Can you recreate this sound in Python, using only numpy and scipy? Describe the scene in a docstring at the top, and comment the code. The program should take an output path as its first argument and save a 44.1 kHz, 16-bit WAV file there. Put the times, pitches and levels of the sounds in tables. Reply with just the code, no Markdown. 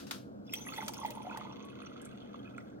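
"""Liquid pours from one glass beaker into another, close up, in a ventilated classroom.
After a few knocks, the stream lands with a splash that rings the glass, gurgles as it traps large
bubbles, then thins to a soft trickle and last drops. Each bubble is a short, dying sine.
Impacts sound the air column in the receiving beaker, which rises in pitch as it fills.
A dull bed of ventilation noise and hum lies under it all."""
import sys
import numpy as np
from scipy import signal
from scipy.fft import rfft, irfft, next_fast_len
from scipy.io import wavfile

SR = 44100
rng = np.random.default_rng(int(sys.argv[2]) if len(sys.argv) > 2 else 0)


def to_wav(s):
    """Save 16-bit WAV."""
    ch = np.atleast_2d(s).T  # columns
    pcm = np.round(np.clip(ch, -1, 1) * 32767)  # PCM
    wavfile.write(sys.argv[1], SR, pcm.astype(np.int16))


N = 123479
T = np.arange(N) / SR
ROOM_T60_S = 0.37

# colour of the ventilation bed: f/Hz, level/dB
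VENT_COLOUR = [(22, -39), (45, -17), (80, -10.5), (125, -8.5), (155, -6.5), (210, 1), (280, 1.5),
               (380, -6.5), (500, -5.5), (700, -10), (950, -22), (1500, -21.5), (1900, -40), (5000, -43),
               (9000, -52), (15000, -56.5)]
# its hum tones: f/Hz, level/dB
VENT_HUM = [(126, -61.5), (206, -56.5), (281, -60.5), (475, -62)]
# its panning: f/Hz, left minus right/dB
VENT_PAN = [(100, 1.5), (200, 0.5), (350, -3), (600, 2.5), (1100, 3), (2500, -2)]
# its stereo width: f/Hz, left-right correlation
VENT_WIDTH = [(60, 0.95), (150, 0.9), (350, 0.54), (900, 0.96), (2000, 0.55), (6000, 0.6), (8000, 0.7),
              (15000, .95)]
# its phase between the microphones: f/Hz, left lead/rad
VENT_LEAD = [(60, 0.085), (150, 0.47), (280, 1.21), (480, 2.01), (1000, 2.42), (5000, 3.3), (9000, 1.6),
             (13500, 5.6)]
# knocks, the first already dying away: t/s, level/dB, room send/dB
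KNOCK_CUES = [(-.045, -37, 7), (.068, -56.5, 15), (0.1101, -31, -0.5), (0.1131, -33, -3.5)]
# colour of a knock: f/Hz, level/dB
KNOCK_COLOUR = [(200, -7), (800, 0.5), (1450, 11.5), (2000, 1), (3200, 6), (5000, 5.5), (7500, -1.5),
                (9400, -0.5), (11000, -4), (12500, -8), (15500, -12)]
# faders of the stream: t/s, gurgle level/dB, trickle level/dB, spray level/dB
STREAM_FADERS = [(0.48, -81, -80, -79), (0.54, -68.5, -59.5, -63), (0.64, -63, -72, -66),
                 (0.72, -62, -56, -60), (0.82, -56, -58, -60.5), (0.91, -54, -70, -64.5),
                 (1.06, -55.5, -58, -63), (1.15, -55, -67, -71), (1.25, -58.5, -66, -77),
                 (1.34, -50, -61, -75), (1.46, -56.5, -64, -86), (1.64, -62.5, -66.5, -87),
                 (1.91, -65.5, -66, -85), (2.04, -64, -66.5, -87), (2.23, -67, -68.5, -87),
                 (2.53, -66, -74.5, -85), (2.68, -70, -78, -84), (2.8, -73.5, -92, -100)]
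# pitch of the air column above the liquid: t/s, f/Hz
COLUMN_PITCH = [(.5, 846), (1.25, 855), (1.45, 930), (1.65, 1105), (2.3, 1280), (2.7, 1370)]
# colour of the small bubbles: f/Hz, level/dB
TRICKLE_COLOUR = [(1300, 11), (1700, -14), (2080, 2), (2350, -7.5), (2620, 4.5), (2900, 1), (3330, 3),
                  (4000, -14.5), (5000, -13)]
# cross resonances of the air in the beaker: f/Hz, level/dB, bandwidth/Hz
CAVITY_MODES = [(2095, 2, 165), (2590, -0.5, 320), (3350, 4, 290), (4490, -8.5, 730), (5760, -12.5, 290),
                (6480, -10.5, 380)]
# colour of spray and fizz: f/Hz, level/dB
SPRAY_COLOUR = [(1500, -16), (3500, 12), (4500, -4.5), (5800, 7.5), (7200, -0.5), (8600, 0), (10300, 0.5),
                (12000, -9.5), (15500, -6.5)]
# thin ring as the liquid first spreads: t/s, f/Hz, level/dB
RING_SWEEP = [(.455, 4950, -70), (.52, 5330, -58), (.558, 5740, -46), (.59, 6030, -54), (.70, 6450, -57),
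              (.76, 6900, -70)]
# featured bubbles and drops: t/s, f/Hz, level/dB, t60/s, rise/(share of pitch per s)
PLOP_CUES = [(.478, 3460, -55, .049, 0), (.494, 2600, -44, .015, 0), (.5355, 2108, -32.5, .017, 0),
             (.537, 2640, -37.5, .025, 0), (.539, 3300, -31, .031, 0), (.608, 3500, -48, .02, 2),
             (.619, 3620, -49, .02, 2), (.652, 2230, -47.5, .026, 0), (.665, 1200, -44, .04, 4),
             (.669, 1880, -38, .022, 12), (.686, 2640, -36.5, .022, 0), (.690, 1130, -43, .03, 6),
             (.723, 1326, -41, .022, 3), (.735, 4370, -39.5, .023, 0), (.738, 2000, -39.5, .026, 12),
             (.778, 1870, -37, .035, 16), (.7825, 3470, -37, .018, 0), (.7848, 820, -31, .027, 7),
             (.805, 2060, -35.5, .018, 4), (.815, 1430, -41, .025, 5), (.824, 1200, -38.5, .013, 0),
             (.825, 830, -36, .035, 2), (.8305, 2020, -43, .018, 4), (.834, 854, -41, .06, 2),
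             (.882, 1300, -38, .017, 0), (.891, 870, -38.5, .022, 5), (.989, 960, -39, .03, 8),
             (1.010, 3340, -47, .025, 0), (1.015, 1096, -36, .03, 0), (1.030, 880, -34, .04, 0),
             (1.035, 2010, -43, .014, 4), (1.039, 4950, -48, .022, 0), (1.0475, 850, -24.5, .023, 5),
             (1.053, 2000, -39, .013, 5), (1.084, 1960, -45, .025, 2), (1.098, 885, -40.5, .03, 2),
             (1.172, 860, -35.5, .02, 3), (1.203, 852, -40, .026, 2), (1.248, 720, -39.5, .03, 3),
             (1.2545, 2110, -50, .018, 4), (1.267, 705, -33.5, .06, 6), (1.296, 2480, -43, .02, 2),
             (1.311, 1370, -37.5, .027, 8), (1.326, 2600, -43, .035, 2), (1.324, 892, -38.5, .025, 4),
             (1.345, 890, -37, .035, 3), (1.360, 1180, -41, .025, 8), (1.371, 827, -35.5, .03, 4),
             (1.372, 1880, -39.5, .013, 4), (1.411, 1170, -37, .025, 9), (1.413, 2050, -45, .016, 3),
             (1.452, 920, -39.5, .023, 6), (1.466, 2110, -50, .018, 3), (1.503, 1150, -46, .022, 4),
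             (1.524, 5750, -51.5, .029, 0), (1.609, 2580, -51, .02, 0), (1.626, 6110, -52, .021, 0),
             (1.64, 1115, -49, .18, 0), (1.7015, 2610, -50, .02, 0), (1.801, 1190, -45, .018, 3),
             (1.818, 1300, -41, .01, 0), (1.8205, 2560, -46, .012, 0), (1.86, 5930, -48, .025, 0),
             (1.867, 2790, -51, .03, 0), (1.960, 1280, -45.5, .025, 4), (1.976, 3420, -52, .02, 0),
             (2.071, 2200, -52, .018, 3), (2.218, 3230, -50, .022, 0), (2.343, 1150, -38, .016, 6),
             (2.392, 3230, -51, .035, 0), (2.456, 2540, -50, .03, 0), (2.475, 2530, -48, .023, 0),
             (2.547, 2530, -53, .022, 0), (2.5803, 1390, -37.5, .028, 2), (2.581, 2110, -38, .0053, 0),
             (2.605, 2000, -50, .015, 0)]
# drops slapping liquid and glass: t/s, snap level/dB, ring level/dB, snap t60/s, tick level/dB
SPLASH_CUES = [(.5362, -42, -33.5, .008, -22), (.554, -40, -56, .012, -42), (.762, -54, -42.5, .015, -48),
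               (.8803, -35, -41, .036, -45), (.9356, -43, -69, .02, -37), (1.105, -41, -69, .015, -36),
               (1.373, -39, -54, .011, -55)]
# colour of a splash's snap: f/Hz, level/dB
SNAP_COLOUR = [(500, -16), (1200, 1), (2500, 9), (4500, 8.5), (6500, 6.5), (9000, 7.5), (12000, 1),
               (16000, -7.5)]
# its stereo width: f/Hz, left-right correlation
SNAP_WIDTH = [(1000, .8), (3500, .2), (6000, .4), (9000, .9)]
# colour of the bright tick at contact: f/Hz, level/dB
TICK_COLOUR = [(4000, -16), (7000, 0), (11000, 0.5), (16000, 3)]
# ring of the beaker: f/Hz, level/dB, t60/s
BEAKER_MODES = [(2250, -14, 0.072), (2585, -9.5, 0.047), (3299, 1.5, 0.042), (5163, -24.5, 0.048),
                (5755, -12, 0.1), (6450, -25, .1)]
# fine droplets on the glass: t/s, f/Hz, level/dB, attack/s
DROPLET_CUES = [(.6636, 10440, -38, .0006), (.6803, 10700, -36, .0006), (.7833, 10190, -40, .0005),
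                (.8274, 10080, -43, .0005), (.9691, 10080, -42, .0005), (1.0012, 9820, -36, .0005),
                (1.058, 15200, -41, .0004), (1.0783, 9730, -39, .0006), (1.153, 9600, -39, .0005),
                (1.2245, 9950, -44, .0005), (1.6517, 9240, -43, .00015), (1.7009, 9930, -51, .0004),
                (1.8222, 9520, -48, .0006), (2.0175, 8590, -36, .00015), (2.05, 8570, -37, .00015),
                (2.0552, 8480, -34, .00017), (2.579, 7800, -45, .0002)]
# stereo width of the room sound: f/Hz, left-right correlation
ROOM_WIDTH = [(200, .6), (1000, -0.33), (4000, -.2), (5500, 0.2), (8000, 0.4), (10000, .85), (14000, .85)]
# panning of the pour: f/Hz, left minus right/dB
POUR_PAN = [(500, -1.5), (1000, -4.5), (2000, -1), (3500, -2), (5000, 4), (6500, 0), (15000, 1)]
# phase of pour and knocks between the microphones: f/Hz, left lead/rad
ACTION_LEAD = [(200, -.1), (1000, -.75), (2000, -1.6), (4000, -3.0), (6000, -4.3), (7200, -4.0),
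               (9100, -3.14), (11000, -1.7), (12200, -.8), (13200, 0), (16000, .2)]


def from_db(db):
    """Decibels to gain."""
    return 10 ** (np.asarray(db) / 20)


def unit_rms(x):
    """Normalise to an rms of 1."""
    return x / np.sqrt(np.mean(x ** 2) + 1e-20)


def at_hz(points, hz):
    """Read a table on a log-frequency axis."""
    f, value = np.transpose(points)
    return np.interp(np.log(hz + 1), np.log(f), value)


def shaped(x, response):
    """Filter by a response given as a function of frequency."""
    size = next_fast_len(2 * N)
    hz = np.arange(size // 2 + 1) * SR / size
    return irfft(rfft(x, size) * response(hz), size)[..., :N]


def eq(x, colour):
    """Equalise by a table of f/Hz, level/dB."""
    return shaped(x, lambda hz: from_db(at_hz(colour, hz)))


def resonance(hz, width_hz):
    """Coefficients of a resonant band-pass with a peak gain of 1."""
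    r = np.exp(-np.pi * width_hz / SR)
    return (1 - r * r) / 2 * np.array([1, 0, -1]), [1, -2 * r * np.cos(2 * np.pi * hz / SR), r * r]


def mid_side(pair, width):
    """Mix two unrelated signals as mid and side to set their correlation."""
    def response(hz):
        correlation = at_hz(width, hz)
        return np.sqrt(np.array([1 + correlation, 1 - correlation]) / 2)
    mid, side = shaped(pair, response)
    return np.array([mid + side, mid - side])


def phased(pair, lead):
    """Set the phase difference between left and right."""
    return shaped(pair, lambda hz: np.exp(.5j * at_hz(lead, hz) * np.array([[1], [-1]])))


def panned(pair, pan):
    """Set the level difference between left and right."""
    return shaped(pair, lambda hz: from_db(at_hz(pan, hz) / 2 * np.array([[1], [-1]])))


def add(out, s, sound):
    """Mix a sound in at s seconds, trimmed to the track."""
    i = int(s * SR)
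    sound, i = sound[max(-i, 0):], max(i, 0)
    out[i:i + len(sound)] += sound[:max(len(out) - i, 0)]


def dying_noise(t60):
    """White noise that falls 60 dB in t60 seconds."""
    return rng.standard_normal(SR) * from_db(-60 * T[:SR] / t60)


def narrow_noise(shape, centre_hz, half_width_hz):
    """A narrow band of noise that wavers around its centre."""
    noise = rng.standard_normal(shape)
    return unit_rms(shaped(noise, lambda hz: 1 / (1 + ((hz - centre_hz) / half_width_hz) ** 2)))


def grains(per_s, spread_db):
    """Irregular grain cues: rows of t/s, signed gain, pitch draw from 0 to 1."""
    count = int(per_s * N / SR)
    jitter, strength, polarity, draw = np.random.default_rng(rng.integers(2 ** 31)).random((count, 4)).T
    times = (np.arange(count) + 2 * jitter) / per_s
    level_db = spread_db * np.minimum(-np.log(1 - strength), 3)
    return np.transpose([times, from_db(level_db) * np.sign(polarity - .5), draw])


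def clicks(per_s, spread_db):
    """A train of random impacts."""
    times, gains, _ = grains(per_s, spread_db).T
    return np.bincount((times * SR).astype(int), gains, N)[:N]


def ventilation():
    """A bed of dull air noise with a few wavering hum tones."""
    air = from_db(-49.5) * unit_rms(eq(rng.standard_normal((2, N)), VENT_COLOUR))
    for hz, db in VENT_HUM:
        air += from_db(db) * narrow_noise((2, N), hz, half_width_hz=7)
    return phased(panned(mid_side(air, VENT_WIDTH), VENT_PAN), VENT_LEAD)


def knocks(t60=0.028):
    """Hard clacks further off, wet with room sound."""
    pair = np.zeros((2, N))
    for s, db, send_db in KNOCK_CUES:
        tail_gain = from_db(db + send_db) * np.sqrt(t60 / ROOM_T60_S)
        for side in pair:
            add(side, s, from_db(db) * dying_noise(t60))
            add(side, s, tail_gain * dying_noise(0.79 * ROOM_T60_S))
    return eq(mid_side(pair, ROOM_WIDTH), KNOCK_COLOUR) * from_db([[1], [-1]])  # a little to the left


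def bubble(hz, t60, glide, swell_cycles=1.7):
    """A trapped bubble rings: an unsteady sine that swells, glides up and dies."""
    t = T[:SR // 10]
    envelope = (1 - np.exp(-(t * hz / swell_cycles) ** 2)) * from_db(-60 * t / t60)
    drift = np.interp(t, np.arange(50) / 500, rng.standard_normal(50))
    wobble_rad = 0.15 * drift * min(hz, 3000) / 1000
    phase = 2 * np.pi * hz * (t + glide * t * t / 2)
    return envelope / envelope.max() * np.sin(phase + wobble_rad)


def column_hz(s):
    """The air column's pitch climbs as the liquid shortens it."""
    return np.interp(s, *np.transpose(COLUMN_PITCH))


def gurgle():
    """Large bubbles, thickest and loudest near the pitch of the air column."""
    out = np.zeros(N)
    for s, gain, draw in grains(per_s=170, spread_db=4):
        octaves = 0.1945 * np.log((draw + 0.023) / (1.02 - draw)) + 0.056  # bell-shaped detune
        tone = bubble(column_hz(s) * 2 ** octaves, t60=0.042, glide=5 * rng.random())
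        add(out, s, gain * from_db(-7 * abs(octaves)) * tone)
    return unit_rms(out)


def churn(block=128):
    """Dense impacts sound the rising air column."""
    out, state = np.zeros(N), np.zeros(2)
    impacts = clicks(per_s=700, spread_db=4)
    for i in range(0, N, block):
        column = resonance(column_hz(i / SR), width_hz=120)
        out[i:i + block], state = signal.lfilter(*column, impacts[i:i + block], zi=state)
    return unit_rms(out)


def trickle():
    """Small bubbles, coloured by the resonances of the beaker."""
    out = np.zeros(N)
    for s, gain, draw in grains(per_s=460, spread_db=5.5):
        hz = 1350 * 2 ** (1.8 * draw)
        add(out, s, gain * bubble(hz, t60=24 / hz, glide=10 * rng.random()))
    return unit_rms(eq(out, TRICKLE_COLOUR))


def cavity(drive):
    """The air in the beaker rings in its cross resonances, alternating in polarity."""
    return sum((-1) ** k * from_db(db) * signal.lfilter(*resonance(hz, width), drive + 1e-18)
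               for k, (hz, db, width) in enumerate(CAVITY_MODES))


def patter():
    """Dense impacts sound the cross resonances."""
    return unit_rms(cavity(clicks(per_s=420, spread_db=7)))


def spray():
    """Droplets burst in short, broad crackles, each with its own pitch."""
    out, t = np.zeros(N), T[:SR // 50]
    for s, gain, draw in grains(per_s=330, spread_db=5.5):
        burst = rng.standard_normal(len(t)) * t * np.exp(-t / 0.00081)
        band = resonance(5000 + 10000 * draw, width_hz=920)
        add(out, s, gain * signal.lfilter(*band, burst))
    return unit_rms(eq(out, SPRAY_COLOUR))


def fizz():
    """Countless tiny bursts blur into a hiss."""
    return unit_rms(eq(clicks(per_s=2500, spread_db=7), SPRAY_COLOUR))


def stream(start_s=0.438, fade_in_s=0.03):
    """The running stream: body, mids and top, each riding its own fader."""
    times, *levels = np.transpose(STREAM_FADERS)
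    body_gain, mid_gain, top_gain = [from_db(np.interp(T, times, db)) for db in levels]
    body = from_db(-0.5) * gurgle() + from_db(-4.5) * churn()
    mids = from_db(1) * trickle() + from_db(2) * patter()
    top = from_db(3) * spray() + from_db(-3.5) * fizz()
    fade_in = np.clip((T - start_s) / fade_in_s, 0, 1)
    return fade_in * (body_gain * body + mid_gain * mids + top_gain * top)


def spreading_ring():
    """A thin, fluttering resonance climbs as the liquid first spreads."""
    times, hz, db = np.transpose(RING_SWEEP)
    envelope = from_db(np.interp(T, times, db)) * (T > times[0]) * (T < times[-1])
    flutter = narrow_noise(N, centre_hz=0, half_width_hz=45)
    phase = 2 * np.pi * np.cumsum(np.interp(T, times, hz)) / SR
    return envelope * flutter * np.sin(phase)


def plops():
    """Single bubbles stand out of the stream, each with a splatter that rings the beaker's air."""
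    tones, splatter = np.zeros((2, N))
    for s, hz, db, t60, glide in PLOP_CUES:
        add(tones, s, from_db(db - 0.5) * bubble(hz, t60, glide))
        add(splatter, s, from_db(db - 11) * dying_noise(t60=0.022))
    return tones + cavity(splatter)


def splashes(attack_s=0.00077):
    """Each splash ticks, snaps all round the wall and sets the beaker ringing."""
    ticks, rings = np.zeros((2, N))
    snaps, t = np.zeros((2, N)), T[:SR]
    ring = sum(from_db(db - 60 * t / t60) * np.sin(2 * np.pi * hz * t) for hz, db, t60 in BEAKER_MODES)
    attack = 1 - np.exp(-t / attack_s)
    for s, snap_db, ring_db, snap_t60, tick_db in SPLASH_CUES:
        for side in snaps:
            add(side, s, from_db(snap_db) * attack * dying_noise(snap_t60))
        add(ticks, s, from_db(tick_db) * attack * dying_noise(t60=0.0091))
        add(rings, s, from_db(ring_db) * ring)
    return eq(mid_side(snaps, SNAP_WIDTH), SNAP_COLOUR) + eq(ticks, TICK_COLOUR) + rings


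def droplets():
    """Fine droplets hit the glass, each a tiny, bright pip."""
    out, t = np.zeros(N), T[:SR // 50]
    for s, hz, db, attack_s in DROPLET_CUES:
        envelope = (t / attack_s * np.exp(1 - t / attack_s)) ** 2
        add(out, s, from_db(db) * envelope * np.sin(2 * np.pi * hz * t))
    return out


def reverb(send, t60):
    """Diffuse stereo reflections with the energy of the source."""
    build_up = 1 - np.exp(-T[:SR] / 0.0023)
    tails = [build_up * dying_noise(t60) for _ in range(2)]
    wet = [signal.fftconvolve(send, tail / np.linalg.norm(tail))[:N] for tail in tails]
    return mid_side(np.array(wet), ROOM_WIDTH)


def scene():
    """The close pour with early reflections and room tail, the knocks and the ventilation bed."""
    pour = stream() + plops() + droplets() + spreading_ring() + splashes()
    send = pour.mean(axis=0)
    early = from_db(-4) * reverb(send, t60=0.036)
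    room = from_db(-11.5) * reverb(send, ROOM_T60_S)
    action = panned(pour + early + room, POUR_PAN) + knocks()
    return phased(action, ACTION_LEAD) + ventilation()


def record(dry):
    """A steep low-pass takes off the very top."""
    cutoff_hz = 16300
    return signal.sosfilt(signal.ellip(10, .1, 70, cutoff_hz, fs=SR, output="sos"), dry)


dry = scene()
out = record(dry)
to_wav(out)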